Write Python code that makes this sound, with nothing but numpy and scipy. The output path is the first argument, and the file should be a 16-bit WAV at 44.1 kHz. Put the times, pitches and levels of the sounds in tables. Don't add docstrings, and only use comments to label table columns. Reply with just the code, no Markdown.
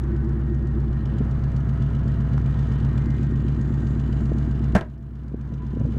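import sys
import numpy as np
from scipy import signal
from scipy.fft import rfft, irfft
from scipy.io import wavfile

SR = 44100
rng = np.random.default_rng(int(sys.argv[2]) if len(sys.argv) > 2 else 0)


def digitize_waveform(pressure):
    field = np.atleast_2d(pressure).T
    bounded = np.clip(field, -1, 1)
    quanta = np.round(bounded * 32767).astype(np.int16)
    wavfile.write(sys.argv[1], SR, quanta)


def boost_factor(decibels):
    exponent = np.asarray(decibels, float) / 20
    return 10 ** exponent


N = 263718
TIME = np.arange(N) / SR


def rms_one(x):
    return x / np.sqrt(np.mean(x ** 2) + 1e-20)


def in_time(rows):
    s, *columns = np.transpose(rows)
    return [np.interp(TIME, s, column) for column in columns]


def near(s, span_s):
    return np.exp(-.5 * ((TIME - s) / span_s) ** 2)


def dying(s, length_s):
    return (TIME >= s) * np.exp(-np.maximum(TIME - s, 0) / length_s)


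def resonance(x, hz, width_hz):
    r = np.exp(-np.pi * width_hz / SR)
    top = [(1 - r * r) / 2, 0, (r * r - 1) / 2]
    return signal.lfilter(top, [1, -2 * r * np.cos(2 * np.pi * hz / SR), r * r], x + 1e-18)


def butter(x, order, hz, kind="low"):
    return signal.sosfilt(signal.butter(order, hz, kind, fs=SR, output="sos"), x)


def coloured(spectrum):
    hz, level_db = np.transpose(spectrum)
    grid = np.maximum(np.fft.rfftfreq(N, 1 / SR), 1)
    gain = boost_factor(np.interp(np.log(grid), np.log(hz), level_db))
    return rms_one(irfft(rfft(rng.standard_normal(N)) * gain, N))


def drift(rate_hz):
    knots = np.arange(0, TIME[-1] + 1, .5 / rate_hz)
    return np.interp(TIME, knots, rng.standard_normal(len(knots)))


# t/s, way from inside the cab to the body side [0-1], view of the ground under the sill [0-1]
WALK = [
    (0, 0.3, 0),
    (.9, 0.36, 0.1),
    (1.5, 0.61, 0.62),
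    (2.0, 0.68, 0.82),
    (2.7, 0.79, 0.95),
    (3.5, 1, .6),
    (4.4, 0.92, 0.18),
    (5.2, 0.81, 0),
    (5.98, 0.89, 0.4),
]


def heard(law):
    cab_db, outside_db, half, width, ground_db = law
    way, ground = in_time(WALK)
    outside = 1 / (1 + np.exp((half - way) / max(width, .01)))
    return cab_db + (outside_db - cab_db) * outside + ground_db * ground


# t/s, firings per second [f/Hz]
IDLE_SPEED = [(0.0, 62.502), (0.46, 63.273), (0.92, 62.29), (1.38, 62.978), (1.84, 62.293), (2.3, 62.605),
              (2.76, 62.053), (3.22, 63.259), (3.68, 62.336), (4.14, 62.086), (4.6, 62.18), (5.06, 62.486),
              (5.52, 62.192), (5.98, 62.685)]


def engine_cycle():
    return .004 + np.cumsum(in_time(IDLE_SPEED)[0]) / SR / 8


def strikes(cycle, places, levels_db, jitter_ms, spread_db):
    out, turns = np.zeros(N), np.arange(int(cycle[-1]) + 1)
    for place, level_db in zip(places, levels_db):
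        late, strong = rng.standard_normal((2, len(turns)))
        at = np.interp(turns + place % 1, cycle, np.arange(N), left=-N, right=2 * N)
        at = at + late * jitter_ms * SR / 1000
        inside = (at >= 0) & (at < N - 1)
        np.add.at(out, at[inside].astype(int), boost_factor(level_db + spread_db * strong)[inside])
    return out


def firings(cycle, cylinders, jitter_ms, spread_db):
    strength_db, lag_ms = np.transpose(cylinders)
    places = np.arange(8) / 8 + lag_ms * 62.5 / 8000
    clicks = strikes(cycle, places, strength_db, jitter_ms, spread_db)
    return np.convolve(clicks, signal.windows.hann(round(.0025 * SR)), "same")


def path(cycle, cylinders, modes, band_hz=None):
    puffs = firings(cycle, cylinders, jitter_ms=.1, spread_db=.8)
    rung = sum(sign * boost_factor(db) * resonance(puffs, hz, width) for hz, width, db, sign in modes)
    if band_hz:
        rung = signal.sosfiltfilt(signal.butter(4, band_hz, "band", fs=SR, output="sos"), rung)
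    return rms_one(rung)


# f/Hz, width [Hz], level/dB
PANELS = [(190, 57, -4.5), (217.3, 16, -7), (284, 25, -2), (352, 36, -1.5), (426.3, 38, -1.5),
          (556, 14, -26)]


def loose_panels(cycle, cylinders):
    rough = firings(cycle, cylinders, jitter_ms=.4, spread_db=2.5)
    shaken = 0
    for k, (hz, width, db) in enumerate(PANELS):
        ring = resonance(resonance(rough, hz, width), hz, 3 * width)
        shaken = shaken + (-1) ** k * boost_factor(db) * ring
    return rms_one(shaken)


# level/dB, lag [ms]
CAB_CYLINDERS = [(0.0, -7.03), (-16.9, 2.74), (-5.8, -2.33), (-6.5, 0.61), (-8.6, -2.35), (-4.4, 3.71),
                 (-11.9, -4.74), (-4.5, -1.2)]
DOORWAY_CYLINDERS = [(-2.2, -0.07), (-0.9, 6.43), (0.0, 4.55), (-3.7, 2.52), (-1.8, 9.0), (-4.6, 3.2),
                     (-7.8, -2.51), (-12.4, -3.25)]
SIDE_CYLINDERS = [(-0.9, 0.79), (0.0, -3.45), (-3.8, -4.53), (-19.0, 3.09), (-16.7, -2.35), (-6.8, -5.98),
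                  (-8.4, 1.75), (-23.9, -1.82)]
# f/Hz, width [Hz], level/dB, polarity
CAB = [(220.4, 16.0, 0.0, 1), (283.9, 16.0, -18.1, 1), (337.0, 17.0, 13.3, 1), (345.0, 18.4, 12.5, -1),
       (429.0, 16.0, -13.5, -1)]
DOORWAY = [(232.7, 16.0, 0.0, 1), (260.0, 58.7, -15.5, -1), (310.0, 16.0, -48.0, 1),
           (345.0, 23.4, -26.9, -1), (410.0, 60.0, -29.5, 1)]
SIDE = [(219.6, 16.0, 0.0, 1), (273.4, 16.0, -10.7, 1), (315.4, 16.0, -6.0, -1), (362.9, 16.0, -6.1, -1),
        (421.5, 16.0, -21.9, -1)]
BODY_BAND_HZ = [180, 480]
# level/dB in the cab, level/dB outside, way at half change, width of change, ground [dB]
CAB_HEARD = (-6.5, -35, 0.64, .04, 0)
CAB_TOP_HEARD = (3.5, -14, 0.36, 0.04, 0)
SIDE_HEARD = (-35, -7, .76, .04, 0)


def bodywork(cycle):
    cab = path(cycle, CAB_CYLINDERS, CAB, BODY_BAND_HZ)
    cab = cab + (boost_factor(heard(CAB_TOP_HEARD)) - 1) * resonance(cab, 348, 90)
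    by_door = boost_factor(-10.5) * np.exp(-.5 * ((in_time(WALK)[0] - .7) / .09) ** 2)
    doorway = by_door * path(cycle, DOORWAY_CYLINDERS, DOORWAY, BODY_BAND_HZ)
    side = boost_factor(heard(SIDE_HEARD)) * path(cycle, SIDE_CYLINDERS, SIDE, BODY_BAND_HZ)
    return boost_factor(heard(CAB_HEARD)) * cab + doorway + side


# level/dB, lag of the exhaust runner [ms]
CYLINDERS = [(-10.3, 5.74), (1.1, -0.25), (-3.0, 0.43), (-0.4, -0.62), (-7.8, -4.63), (-5.3, -4.19),
             (-4.9, -0.39), (1.6, -3.65)]
# f/Hz, width [Hz], level/dB, polarity
PIPES = [(44.3, 7.0, -19.4, -1), (100.5, 7.0, -8.1, 1), (136.8, 7.0, 0.0, -1), (168.3, 7.0, -14.3, -1),
         (217.3, 16.0, -22, -1)]
# level/dB in the cab, level/dB outside, way at half change, width of change, ground [dB]
PIPES_HEARD = (-6.5, -0.3, 0.14, 0.24, 3.5)
PANELS_HEARD = (-30, 0, 1, 0.17, 2.1)


def exhaust(cycle):
    tone = boost_factor(.9 * drift(4)) * np.sqrt(2) * np.cos(2 * np.pi * 8 * cycle)
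    pipes = boost_factor(heard(PIPES_HEARD)) * path(cycle, CYLINDERS, PIPES)
    panels = boost_factor(heard(PANELS_HEARD) - 12) * loose_panels(cycle, CYLINDERS)
    return tone + pipes + panels + bodywork(cycle)


# place in the cycle [0-1], level/dB
VALVES = [(.29, -2), (.92, -8), (.59, -10), (.64, -11), (.16, -12), (.41, -13), (.79, -10)]
# f/Hz, width [Hz], level/dB
COVER = [(2440, 410, 0.5), (2910, 604, 6.5), (3452, 400, 0), (3870, 320, -3), (4310, 420, -9),
         (6320, 870, -4), (6950, 870, -11.5), (7800, 860, -20.5), (11000, 3000, -27)]


def valves(cycle):
    ticks = strikes(cycle, *np.transpose(VALVES), jitter_ms=1.2, spread_db=2.0)
    age = np.linspace(-1.5, 1.5, round(.03 * SR))
    shape = np.exp(-(age / np.where(age < 0, .2, .55)) ** 2)
    contact = np.convolve(ticks, shape, "same") + .26 * boost_factor(2 * drift(8))
    burst = contact * rng.standard_normal(N)
    ringing = 0
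    for hz, width, db in COVER:
        ring = resonance(resonance(burst, hz, width), hz, 2 * width) / np.sqrt(width)
        ringing = ringing + boost_factor(db + 1.5 * drift(3)) * ring
    return rms_one(ringing)


# t/s, peak level/dB, ring f/Hz
TAPPETS = [(0.0353, -54.5, 4580), (0.1625, -55, 5000), (0.2438, -56, 4680), (0.2904, -55, 4650),
           (0.392, -62.5, 4720), (0.5436, -54, 5700), (0.6694, -51.5, 4500), (0.8014, -55.5, 4550),
           (0.927, -55, 5320), (1.055, -53, 5410), (1.1832, -50.5, 6740), (1.2456, -57, 6050),
           (1.309, -51, 4540), (1.391, -58, 4500), (1.4353, -52.5, 4650), (1.5162, -56, 4700),
           (1.5626, -48.5, 4700), (1.6003, -56, 6010), (1.6905, -51, 4500), (1.8201, -49, 4830),
           (1.9487, -53, 4820), (2.033, -61, 4600), (2.0768, -47.5, 4740), (2.143, -55, 4500),
           (2.2052, -51.5, 4530), (2.3311, -51, 4590), (2.378, -54, 5300), (2.4583, -54, 4790),
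           (2.589, -48, 4540), (2.6865, -54.5, 5910), (2.7195, -49, 4760), (2.803, -56.5, 4500),
           (2.8459, -52, 4860), (2.9763, -47, 7100), (3.0557, -50.5, 4680), (3.1015, -50, 4840),
           (3.1634, -58, 6500), (3.229, -50, 6230), (3.3099, -57, 6750), (3.3545, -52.5, 5270),
           (3.4191, -57, 6940), (3.483, -50.5, 4570), (3.5466, -58, 4820), (3.6116, -47.5, 6460),
           (3.675, -58.5, 7280), (3.739, -50.5, 4500), (3.802, -56, 7250), (3.8676, -49, 4500),
           (3.93, -61, 4500), (3.9958, -50.5, 4640), (4.0595, -55.5, 4510), (4.1243, -50, 4740),
           (4.2056, -54.5, 4670), (4.254, -47.5, 4540), (4.3824, -48.5, 4500), (4.4445, -59, 5350),
           (4.5101, -51, 4580), (4.593, -61, 4860), (4.6389, -49, 5190), (4.721, -58.5, 4530),
           (4.895, -65.5, 4860), (4.9771, -70, 5200), (5.025, -65.5, 4590), (5.1522, -62.5, 4790),
                (5.233, -66, 4840), (5.2799, -60.5, 4670), (5.4101, -59, 4870), (5.475, -64.5, 4680),
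                (5.538, -57, 5670), (5.666, -57, 4970), (5.7493, -62.5, 4810), (5.7948, -55.5, 6140),
                (5.8561, -56.5, 6160), (5.922, -57.5, 5000)]


def tappets():
    out, rows, since = np.zeros(N + 2048), TAPPETS, np.arange(2048) / SR
    rise_s, fall_s = .002, .0055
    shape = (1 - np.exp(-since / rise_s)) * np.exp(-since / fall_s)
    for s, db, hz in rows:
        noise = rng.standard_normal(2048)
        bright = rms_one(butter(noise, 3, [4000, 7800], "band"))
        ring = rms_one(resonance(noise, hz, 500))
        start = round(s * SR)
        out[start:start + 2048] += boost_factor(db - 11) * shape / shape.max() * (bright + boost_factor(-4) * ring)
    return out[:N]


# f/Hz, width [Hz], level/dB above the hiss
WHINES = [(554, 5.1, -10), (1000, 12, -6.5), (1288, 29, -14), (1505, 15, -13.5), (1672, 15, -18.5),
          (1860, 13, -15), (1862, 19, -14.5), (2070, 60, -14), (794, 17, -15.5), (1410, 15, -17),
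          (1005, 20, -17.5), (1585, 30, -16.5)]
# t/s, heard for [s]
WHINE_SPOTS = [(1.4, .7), (5.65, .3), (1.8, 1.0), (.25, .2), (1.2, 1.0), (.6, .6), (3.2, .8), (3.1, .12),
               (.8, .5), (2.0, .5), (2.2, 1.2), (3.5, 1.2)]


def whines():
    white, out = rng.standard_normal(N), 0
    for (hz, width, db), (s, span_s) in zip(WHINES, WHINE_SPOTS):
        whine = rms_one(resonance(resonance(white, hz, width), hz, width))
        out = out + boost_factor(db) * near(s, span_s) * whine
    return out


def belt():
    hiss = rng.standard_normal(N)
    for _ in range(2):
        hiss = resonance(hiss, 7000, 1300)
    return boost_factor(-28 + 3.5 * drift(12)) * near(3.83, .59) * rms_one(hiss)


# t/s, heard for [s]
PUMP_SPOTS = [
    (1.8, .75),
    (4.3, .3),
    (5.1, .35),
]


def pump():
    spots = sum(near(s, span_s) for s, span_s in PUMP_SPOTS)
    hum = np.sin(2 * np.pi * np.cumsum(670 + drift(2.2)) / SR)
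    return spots * boost_factor(-7 + 1.5 * drift(7.6)) * hum


# f/Hz, level/dB per Hz
BAY = [(260, -9), (450, -12.5), (600, -14.5), (800, -15), (1000, -15.5), (1400, -16.5), (1800, -20),
       (2200, -29), (2600, -35.5),
       (3500, -40), (6000, -48), (10000, -56), (15500, -63)]


def engine_bay():
    hiss = boost_factor(drift(20) + drift(3)) * coloured(BAY)
    return hiss + whines() + belt() + pump()


# f/Hz, level/dB per Hz
RUMBLE = [(12, -29.5), (25, 2), (32, -7), (45, -2.5), (80, 0), (100, -11), (140, -5.5), (230, -11),
          (450, -19), (700, -52.5), (1300, -93.5)]


def rumble():
    return boost_factor(-12) * coloured(RUMBLE)


# t/s, level/dB, rattle length [s]
LATCH = [
    (4.7506, -1.5, 0.003),
    (4.7536, -2, 0.0026),
    (4.7616, -8.5, 0.003),
    (4.7654, -13, 0.0024),
    (4.775, -22, 0.012),
    (4.786, -32, 0.0075),
]
# t/s, level/dB, length [s]
SETTLE = (4.811, -24.5, 0.026)
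# f/Hz, level/dB, time to fall by 60 dB [s]
DOOR = [(200, 0, 0.05), (302, -10, 0.026), (375, -5.5, 0.059), (610, -2.5, 0.045), (637, -7.5, 0.05),
        (982, -9.5, 0.049), (1267, -13.5, 0.031), (1570, -9.5, 0.044), (1820, -16, 0.03)]
# f/Hz, level/dB per Hz
CRACK = [(180, -3), (300, -4), (626, -7.5), (1000, -13), (1600, -10), (2200, -19.5), (3120, -26.5),
         (6300, -30.5), (11000, -43)]


def latch():
    rattle = sum(boost_factor(db) * dying(s, length_s) for s, db, length_s in LATCH)
    settle_s, settle_db, settle_length_s = SETTLE
    settle = boost_factor(settle_db) * dying(settle_s, settle_length_s)
    push = (rattle + settle) * rng.standard_normal(N)
    rings = 0
    for hz, db, t60 in DOOR:
        r, w = boost_factor(-60 / (t60 * SR)), 2 * np.pi * hz / SR
        ring = signal.lfilter([0, np.sin(w)], [1, -2 * r * np.cos(w), r * r], push + 1e-18)
        rings = rings + boost_factor(db) * ring
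    tail = signal.lfilter([.004], [1, -np.exp(-1 / (.011 * SR))], rattle)
    click = rms_one(resonance(resonance(rng.standard_normal(N), 2800, 1700), 2800, 3000))
    pawl = boost_factor(-40.5) * dying(4.8103, .0033) * click
    crack = coloured(CRACK)
    dull = butter(crack, 2, 2440)
    noise = rattle * crack + tail * (.27 * crack + dull) + settle * dull
    return butter(pawl + boost_factor(-30.5) * rings + boost_factor(-14) * noise, 4, 12000)


# f/Hz, width [Hz], level/dB
TRIM = [(850, 400, 0), (1200, 400, -3), (3600, 1200, -20), (5200, 800, -23)]


def trim():
    click = 1.0 * (np.arange(N) == round(2.3793 * SR))
    snap = 0
    for hz, width, db in TRIM:
        snap = snap + boost_factor(db) * resonance(resonance(click, hz, width), hz, 2 * width) / width
    return boost_factor(-25) * snap / np.abs(snap).max()


# t/s, peak level/dB, length [s], pitch f/Hz
KNOCKS = [(1.21, -15.5, 0.0088, 225), (4.208, -22.5, 0.013, 198), (4.319, -18, 0.0034, 330),
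          (4.456, -33, 0.0097, 120), (5.319, -27, 0.0034, 261), (5.344, -19, 0.0046, 222),
          (5.53, -26, 0.022, 174), (5.738, -23.5, 0.0072, 200), (5.772, -22, 0.0059, 248),
          (5.8125, -12, 0.015, 126), (5.852, -13, 0.0075, 113), (5.871, -26, 0.015, 255),
          (5.892, -32, 0.0083, 261), (5.941, -24, 0.019, 111.4), (5.967, -20.5, 0.009, 230)]


def wind():
    out, since = np.zeros(N), (np.arange(4096) - 2048) / SR
    for s, db, length_s, hz in KNOCKS:
        start = round(s * SR) - 2048
        lump = rms_one(butter(rng.standard_normal(4096), 3, [200, 540], "band"))
        swing = np.cos(2 * np.pi * hz * since)
        snap_back = boost_factor(-14) * np.sin(2 * np.pi * 1.8 * hz * since)
        knock = (swing + snap_back + .13 * lump) * np.exp(-.5 * (since / (.5 * length_s)) ** 2)
        out[start:start + 4096] += boost_factor(db) * knock[:N - start]
    return out


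def gain_control():
    duck_s, duck_db, attack_s, recover_db_per_s = 4.752, 15, .041, 9.5
    since = np.maximum(TIME - duck_s, 0)
    return np.minimum(recover_db_per_s * since - duck_db * (1 - np.exp(-since / attack_s)), 0)


# level/dB in the cab, level/dB outside, way at half change, width, ground [dB]
ENGINE_HEARD = (-24, -25.5, 0.63, 0.8, -0.28)
BAY_HEARD = (-23, -19.5, -0.37, 1, 2.04)
VALVES_HEARD = (-43.5, -35.5, 0.53, 0.15, 3)


def scene():
    cycle = engine_cycle()
    engine = exhaust(cycle) + rumble()
    engine = engine + boost_factor(heard(VALVES_HEARD)) * valves(cycle)
    engine = engine + boost_factor(heard(BAY_HEARD)) * engine_bay()
    engine = boost_factor(heard(ENGINE_HEARD) + gain_control()) * engine
    return (engine + tappets() + latch() + trim() + wind())[None]


def low_pass(x):
    return signal.sosfilt(signal.butter(12, 15500, fs=SR, output="sos"), x)


TREBLE_DIPS_S = [.382, .425, 1.043, 2.025, 2.771, 3.283, 3.348, 3.434, 4.606, 4.97, 5.354, 5.608]


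def record(dry):
    noisy = dry + boost_factor(-81) * rng.standard_normal(dry.shape)
    treble = signal.sosfiltfilt(signal.butter(4, 4200, "high", fs=SR, output="sos"), noisy)
    lost = sum(np.exp(-((TIME - s) / .0065) ** 4) for s in TREBLE_DIPS_S)
    mix = .57 * np.tanh((noisy - treble * lost) / .56)
    return low_pass(mix)


dry = scene()
out = record(dry)
digitize_waveform(out)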